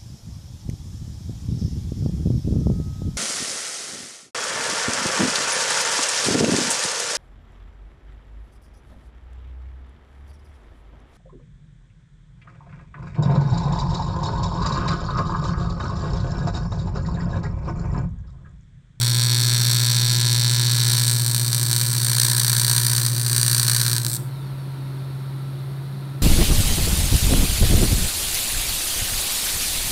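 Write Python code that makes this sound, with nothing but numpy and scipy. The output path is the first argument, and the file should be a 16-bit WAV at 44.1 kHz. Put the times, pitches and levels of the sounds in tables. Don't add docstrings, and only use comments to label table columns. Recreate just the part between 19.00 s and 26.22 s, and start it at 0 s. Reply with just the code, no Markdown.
import sys
import numpy as np
from scipy import signal
from scipy.fft import rfft, irfft
from scipy.io import wavfile
from scipy.ndimage import map_coordinates

SR = 44100
rng = np.random.default_rng(int(sys.argv[2]) if len(sys.argv) > 2 else 0)


def unload_wav(signal):
    wavfile.write(
        sys.argv[1],
        SR,
        np.round(np.clip(np.atleast_2d(signal).T, -1, 1) * 32767).astype(np.int16),
    )


N = 318402
MS = .001
MAINS_HZ, FIRST_CYCLE_S, ARC_OFF_S = 59.9836, .01265, 5.171
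TIME = np.arange(N) / SR
FREQS = np.fft.rfftfreq(N, 1 / SR)
CYCLE_STARTS = np.arange(FIRST_CYCLE_S, ARC_OFF_S, 1 / MAINS_HZ)
MS_INTO_CYCLE = (TIME - FIRST_CYCLE_S) % (1 / MAINS_HZ) / MS


def amp(db):
    return 10 ** (np.asarray(db) / 20)


def unit(x):
    return x / np.sqrt(np.mean(x ** 2) + 1e-20)


def curve(rows, t):
    times, *columns = np.transpose(rows)
    return [np.interp(t, times, column) for column in columns]


def spectrum(rows, hz):
    freqs, values = np.transpose(rows)
    return np.interp(np.log(hz + 1), np.log(freqs), values)


def noise(gain):
    return unit(irfft(rfft(rng.standard_normal(N)) * gain, N))


# (time [s], level [dB])
RUMBLE_LEVEL = [(0, -80), (5.1, -66), (5.4, -53), (5.9, -56), (6.2, -67), (7.2, -60)]

def rumble(low_hz=54, width_hz=18):
    return noise(np.exp(-((FREQS - low_hz) / width_hz) ** 2)) * amp(curve(RUMBLE_LEVEL, TIME)[0])


# (frequency [Hz], width [Hz], level [dB])
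CASING_NOTES = [(120, 4, -51), (182, 8.6, -63), (196.1, 7, -52), (274.2, 5, -55.5), (312, 18, -56),
                (355, 17, -58), (386, 6.9, -58), (585, 22, -64), (880, 22, -65), (956, 45, -59),
                (1342, 26, -59), (1460, 64, -69)]

def casing():
    power = 0
    for hz, width, db in CASING_NOTES:
        peak = 1 / (1 + (2 * (FREQS - hz) / width) ** 2)
        power += (amp(db) * unit(peak)) ** 2
    return np.sqrt(power.mean()) * noise(np.sqrt(power))


# (time [s], pitch [Hz], level [dB])
BLADE_TONE = [(0.3, 133.8, -36), (2.5, 134.7, -33.5), (5.0, 134.7, -34), (5.3, 135.4, -29.5),
              (6.0, 134.2, -29), (7.0, 136.6, -29.5)]
# (frequency [Hz], relative level [dB])
AIR_COLOUR = [(20, -39), (55, -1), (100, 5), (170, 9), (230, -4.5), (330, 2.5), (450, -5.5), (780, -8.5),
              (920, -8.5), (1400, -9), (1500, -11.5), (2700, -18.5), (6500, -30), (15500, -32)]

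def fan(rush_db=-41):
    blade_hz, level_db = curve(BLADE_TONE, TIME)
    blades = unit(np.sin(2 * np.pi * np.cumsum(blade_hz) / SR)) * amp(level_db)
    return blades + amp(rush_db) * noise(amp(spectrum(AIR_COLOUR, FREQS)))


# (frequency [Hz], relative level [dB])
GAS_COLOUR = [(2800, -11), (3700, 8), (4500, 6.5), (5050, -9), (5450, -1), (6400, -41), (8300, -6),
              (9600, 1.5), (10300, -10), (11300, -0.5), (12500, -1), (13800, -30), (15500, -54)]
# (time [s], delay [ms], gain)
HELMET_ECHO = [(5.15, .5, .5), (5.4, .8, .55), (5.65, 1.15, .4), (6.0, 1.5, .1)]

def gas(level_db=-53.0):
    flow = amp(level_db) * noise(amp(spectrum(GAS_COLOUR, FREQS)))
    delay_ms, gain = curve(HELMET_ECHO, TIME)
    echo = map_coordinates(flow, [(TIME - delay_ms * MS) * SR], order=3)
    return flow + gain * echo


# (frequency [Hz], time to fade by 60 dB [s])
ROOM_FADE = [(200, 0.28), (1500, 0.54), (4500, 0.22), (9000, 0.4), (15000, 0.58)]

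def room_echoes(first_ms=4, tilt_db=-2):
    t = np.arange(SR) / SR
    echoes = rng.standard_normal(SR) * (rng.random(SR) < .1) * (t > first_ms * MS)
    hz, t, bands = signal.stft(echoes, SR, nperseg=256)
    fade_db = -60 * t / spectrum(ROOM_FADE, hz)[:, None]
    dull_db = tilt_db * np.log2(1 + hz / 2000)[:, None]
    echoes = signal.istft(bands * amp(fade_db + dull_db), SR, nperseg=256)[1]
    return echoes / np.linalg.norm(echoes)


def workshop(sound, echo_db=-11, sway_hz=0.13):
    angle = 2 * np.pi * sway_hz * TIME
    first, second = (signal.oaconvolve(sound, room_echoes())[:N] for _ in range(2))
    return amp(echo_db) * (np.cos(angle) * first + np.sin(angle) * second)


# (time [s], level [dB])
HUM_LEVEL = [(0.1, -20.5), (1.9, -20.5), (2.5, -23.5), (3.1, -23), (4.95, -23), (5.08, -27.5), (5.17, -33),
             (5.3, -35), (5.5, -53), (7.1, -46)]
# (multiple of the mains rate, relative level [dB])
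HUM_TONES = [(2, 1.5), (3, -31.5), (4, -29), (6, -26.5), (8, -44), (9, -32), (16, -41.5), (18, -50)]

def hum():
    angle = 2 * np.pi * MAINS_HZ * (TIME - FIRST_CYCLE_S)
    tone = sum(amp(db) * np.sin(round(multiple) * angle) for multiple, db in HUM_TONES)
    return unit(tone) * amp(curve(HUM_LEVEL, TIME)[0])


# (frequency [Hz], relative level [dB])
ARC_TONE = [(200, -31), (600, -31.5), (1250, -18), (1650, -7.5), (2100, -17.5), (2900, -19), (3700, -6),
            (4450, -0.5), (5050, -10.5), (5700, -4.5), (6800, -14.5), (8500, -1), (10600, -15.5),
            (15800, -17)]
# (frequency [Hz], width [Hz], relative level [dB])
CUP_NOTES = [(1003, 197, -13), (2326, 66, -11), (7880, 750, -9), (9190, 310, -3), (11430, 820, -11.5),
             (13130, 1360, -8.5)]
# (time [s], treble beamed from the cup [dB], mids past the glove [dB])
TORCH_AIM = [(0, -1.5, -3.5), (1.4, -3, -5), (2.2, 1, -2), (2.8, 0.5, -0.5), (3.3, 0.5, 0.5),
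             (4.0, -0.5, 0), (4.35, 2.5, -0.5), (4.9, -1, 1), (5.15, 2.5, -4.5)]

def cup_ring(time_s, hz, cold_hz):
    power = amp(spectrum(ARC_TONE, cold_hz)) ** 2
    for note_hz, width, db in CUP_NOTES:
        power += amp(db) ** 2 / (1 + (2 * (cold_hz - note_hz) / width) ** 2) ** 2
    treble_db, mids_db = curve(TORCH_AIM, time_s)
    power *= amp(treble_db * np.exp(-((hz - 8450) / 900) ** 2)) ** 2
    power *= amp(mids_db * np.exp(-((hz - 1300) / 700) ** 2)) ** 2
    log_gain = .5 * np.log(np.r_[power, power[-2:0:-1]])
    return np.exp(np.conj(signal.hilbert(log_gain)))[:len(hz)]


# (time [s], pitch factor)
CUP_HEAT = [(0, 0.98), (1.6, 0.99), (2.4, 1.005), (4.0, 1.02), (4.3, 1.037), (4.95, 1.016), (5.17, 0.976)]
# (delay [ms], gain)
NEAR_ECHOES = [(0.699, 0.099), (1.352, 0.058), (2.4, 0.017)]
# (time [s], delay [ms], gain)
HAND_ECHO = [(0, 0.86, .2), (1.8, 0.814, 0.058), (4.0, 0.83, 0.02), (4.4, 0.74, 0.11), (5.15, 0.77, 0.19)]

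def torch_response(time_s, bounce=0.94, bounce_ms=.23, size=2048):
    hz = np.fft.rfftfreq(size, 1 / SR)
    cold_hz = hz / curve(CUP_HEAT, time_s)[0]
    response = cup_ring(time_s, hz, cold_hz)
    trip = np.exp(-2j * np.pi * hz * bounce_ms * MS)
    response *= (bounce + trip) / (1 + bounce * trip)
    echoes = [*NEAR_ECHOES, curve(HAND_ECHO, time_s)]
    response *= 1 + sum(gain * np.exp(-2j * np.pi * cold_hz * ms * MS) for ms, gain in echoes)
    ring = irfft(response)
    return ring / np.linalg.norm(ring)


def torch(sound, size=4096):
    out, window = np.zeros(N + size), signal.get_window("hann", size)
    padded = np.r_[np.zeros(size // 2), sound]
    for start in range(0, int(ARC_OFF_S * SR) + size, size // 2):
        piece = signal.fftconvolve(padded[start:start + size] * window, torch_response(start / SR))
        out[start:start + len(piece)] += piece
    return out[size // 2:][:N]


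# (time [s], relative level [dB])
SPARK_LEVEL = [(4.95, -47), (5.0, -47), (5.08, -24), (5.11, -23), (5.15, -17.5), (5.17, -22)]

def sparks(first_ms=1.2, second_ms=9.0, half_width_ms=2.0, density=0.32, brightness=0.96):
    centres_ms = (first_ms, second_ms, first_ms + 1 / MAINS_HZ / MS)
    bursts = sum(np.exp(-((MS_INTO_CYCLE - ms) / half_width_ms) ** 2) for ms in centres_ms)
    crackle = rng.standard_normal(N) * (rng.random(N) < density)
    crackle = unit(signal.lfilter([1, -brightness], [1], crackle))
    failing = (TIME > SPARK_LEVEL[0][0]) & (TIME < ARC_OFF_S)
    return crackle * bursts * amp(curve(SPARK_LEVEL, TIME)[0]) * failing


# (time [s],
# relative level [dB])
HISS_LEVEL = [(0, -26.5), (0.2, -28), (0.73, -24.3), (0.95, -25), (1.05, -28), (1.55, -30), (1.92, -22),
              (2.2, -30), (2.92, -27), (3.21, -17), (3.45, -21), (4.06, -21.5), (4.11, -30), (4.32, -26),
              (4.78, -21.5), (4.88, -27.5), (5.17, -32)]

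def oxide_hiss(boost_db=0.47, flutter_db=2.1, cleaning_ms=7, rest_db=-20, body_db=-12, body_hz=2200):
    hiss_db = curve(HISS_LEVEL, TIME)[0]
    pulses = np.exp(-abs(2 * MS_INTO_CYCLE / cleaning_ms - 1) ** 6) + amp(rest_db)
    fullness = amp(body_db + 0.099 * (hiss_db - hiss_db.max()))
    body = noise(np.exp(-(FREQS / body_hz) ** 2)) * fullness
    hiss = rng.standard_normal(N) + body
    flutter = noise(np.exp(-(FREQS / 200) ** 2))
    return hiss * pulses * amp(boost_db + hiss_db + flutter_db * flutter) * (TIME < ARC_OFF_S)


def clicks(times, gains, lengths_s, fizz=0.056, fizz_ms=0.62, size=64):
    hz = np.fft.rfftfreq(2 * size, 1 / SR)
    samples = (times * SR).astype(int)
    centre_s = (times - (samples - size) / SR)[:, None]
    omega = 2 * np.pi * hz
    bells = np.exp(-1j * omega * centre_s - .5 * (omega * lengths_s[:, None]) ** 2)
    puffs = irfft(bells * (1 - (2 * hz / SR) ** 8), axis=1)
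    age_s = np.arange(2 * size) / SR - centre_s
    puffs += fizz * rng.standard_normal(puffs.shape) * np.exp(-abs(age_s) / (fizz_ms * MS)) * (age_s > 0)
    out = np.zeros(N)
    np.add.at(out, samples[:, None] + np.arange(-size, size), puffs * gains[:, None])
    return out


# (time [s], number of snaps, spacing [mains cycles], relative level [dB])
SNAP_RUNS = [(0.146, 2, 9, 6.7), (1.98, 2, 1, 7.4), (2.08, 2, 1, 7.9), (2.347, 1, 1, 7.7),
             (2.53, 2, 1, 6.2), (2.713, 3, 3, 7.3), (3.38, 2, 1, 6), (3.447, 2, 3, 7.9), (3.48, 2, 3, 7.6),
             (3.68, 3, 1, 8.2), (3.764, 2, 1, 8.2), (3.964, 2, 1, 5.3), (4.064, 1, 1, 7), (4.33, 2, 3, 7),
             (4.364, 4, 3, 7.4), (4.531, 4, 3, 7.6), (4.747, 2, 1, 7.7), (4.814, 2, 3, 7), (4.931, 1, 1, 6),
             (4.964, 2, 1, 4), (5.047, 2, 1, 3.3)]

def with_snaps(level_db, falter_db=-5, after_db=0.5, after_cycles=3):
    level_db = level_db.copy()
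    runs = []
    for time_s, count, spacing, db in SNAP_RUNS:
        cycles = np.argmin(abs(CYCLE_STARTS - time_s)) + round(spacing) * np.arange(round(count))
        level_db[cycles - 1] += falter_db
        level_db[cycles[-1] + 1:][:after_cycles] += after_db
        runs.append((cycles, db))
    for cycles, db in runs:
        level_db[cycles] = db
    return level_db


# (time [s], relative forward level [dB], relative return level [dB])
STRIKE_LEVELS = [(0, 2, 3.5), (0.35, 4.5, 5), (0.75, 3, 4.5), (1.4, 6, 3.5), (1.9, 3, 5), (2.4, -0.5, -6),
                 (2.8, 3, -0.5), (3.2, -6.5, -10), (3.6, 1, -3), (4.1, -7, -7), (4.45, 7, -4.5),
                 (4.95, 1, -4), (5.0, -14, -21), (5.17, -15, -22)]
# (time [s], delay [ms], length [ms], spread [dB])
STRIKE_TIMING = [(0, 0.18, 0.023, 1), (1.85, 0.12, 0.024, 0.5), (2.25, .33, 0.0017, 4.5),
                 (4.9, .34, 0.0034, 3), (5.05, 1.42, 0.0052, 6)]

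def strikes(forward_boost_db=1.5, return_boost_db=2, return_ms=7.195, jitter_ms_per_db=0.0042):
    forward_db, return_db = curve(STRIKE_LEVELS, CYCLE_STARTS)
    delay_ms, length_ms, spread_db = curve(STRIKE_TIMING, CYCLE_STARTS)
    chance = rng.standard_normal((len(CYCLE_STARTS), 6)).T
    forward_db = with_snaps(forward_db + forward_boost_db + spread_db * np.clip(chance[0], -2, 1))
    return_db += return_boost_db + 0.17 * spread_db * chance[1]
    late_ms = delay_ms + jitter_ms_per_db * spread_db * chance[2:4]
    lengths_s = length_ms * MS * np.exp(0.094 * chance[4:])
    forward = clicks(CYCLE_STARTS + late_ms[0] * MS, amp(forward_db), lengths_s[0])
    back = clicks(CYCLE_STARTS + (late_ms[1] + return_ms) * MS, amp(return_db), lengths_s[1])
    return forward + back


def scene():
    arc = torch(strikes() + oxide_hiss() + sparks())
    return (arc + workshop(arc) + hum() + fan() + casing() + gas() + rumble())[None]


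def record(dry, top_hz=16000):
    lowpass = signal.firwin(511, top_hz, window=("kaiser", 9), fs=SR)
    return signal.oaconvolve(np.clip(dry, -1, 1), lowpass[None], "same")


dry = scene()
out = record(dry)
unload_wav(out)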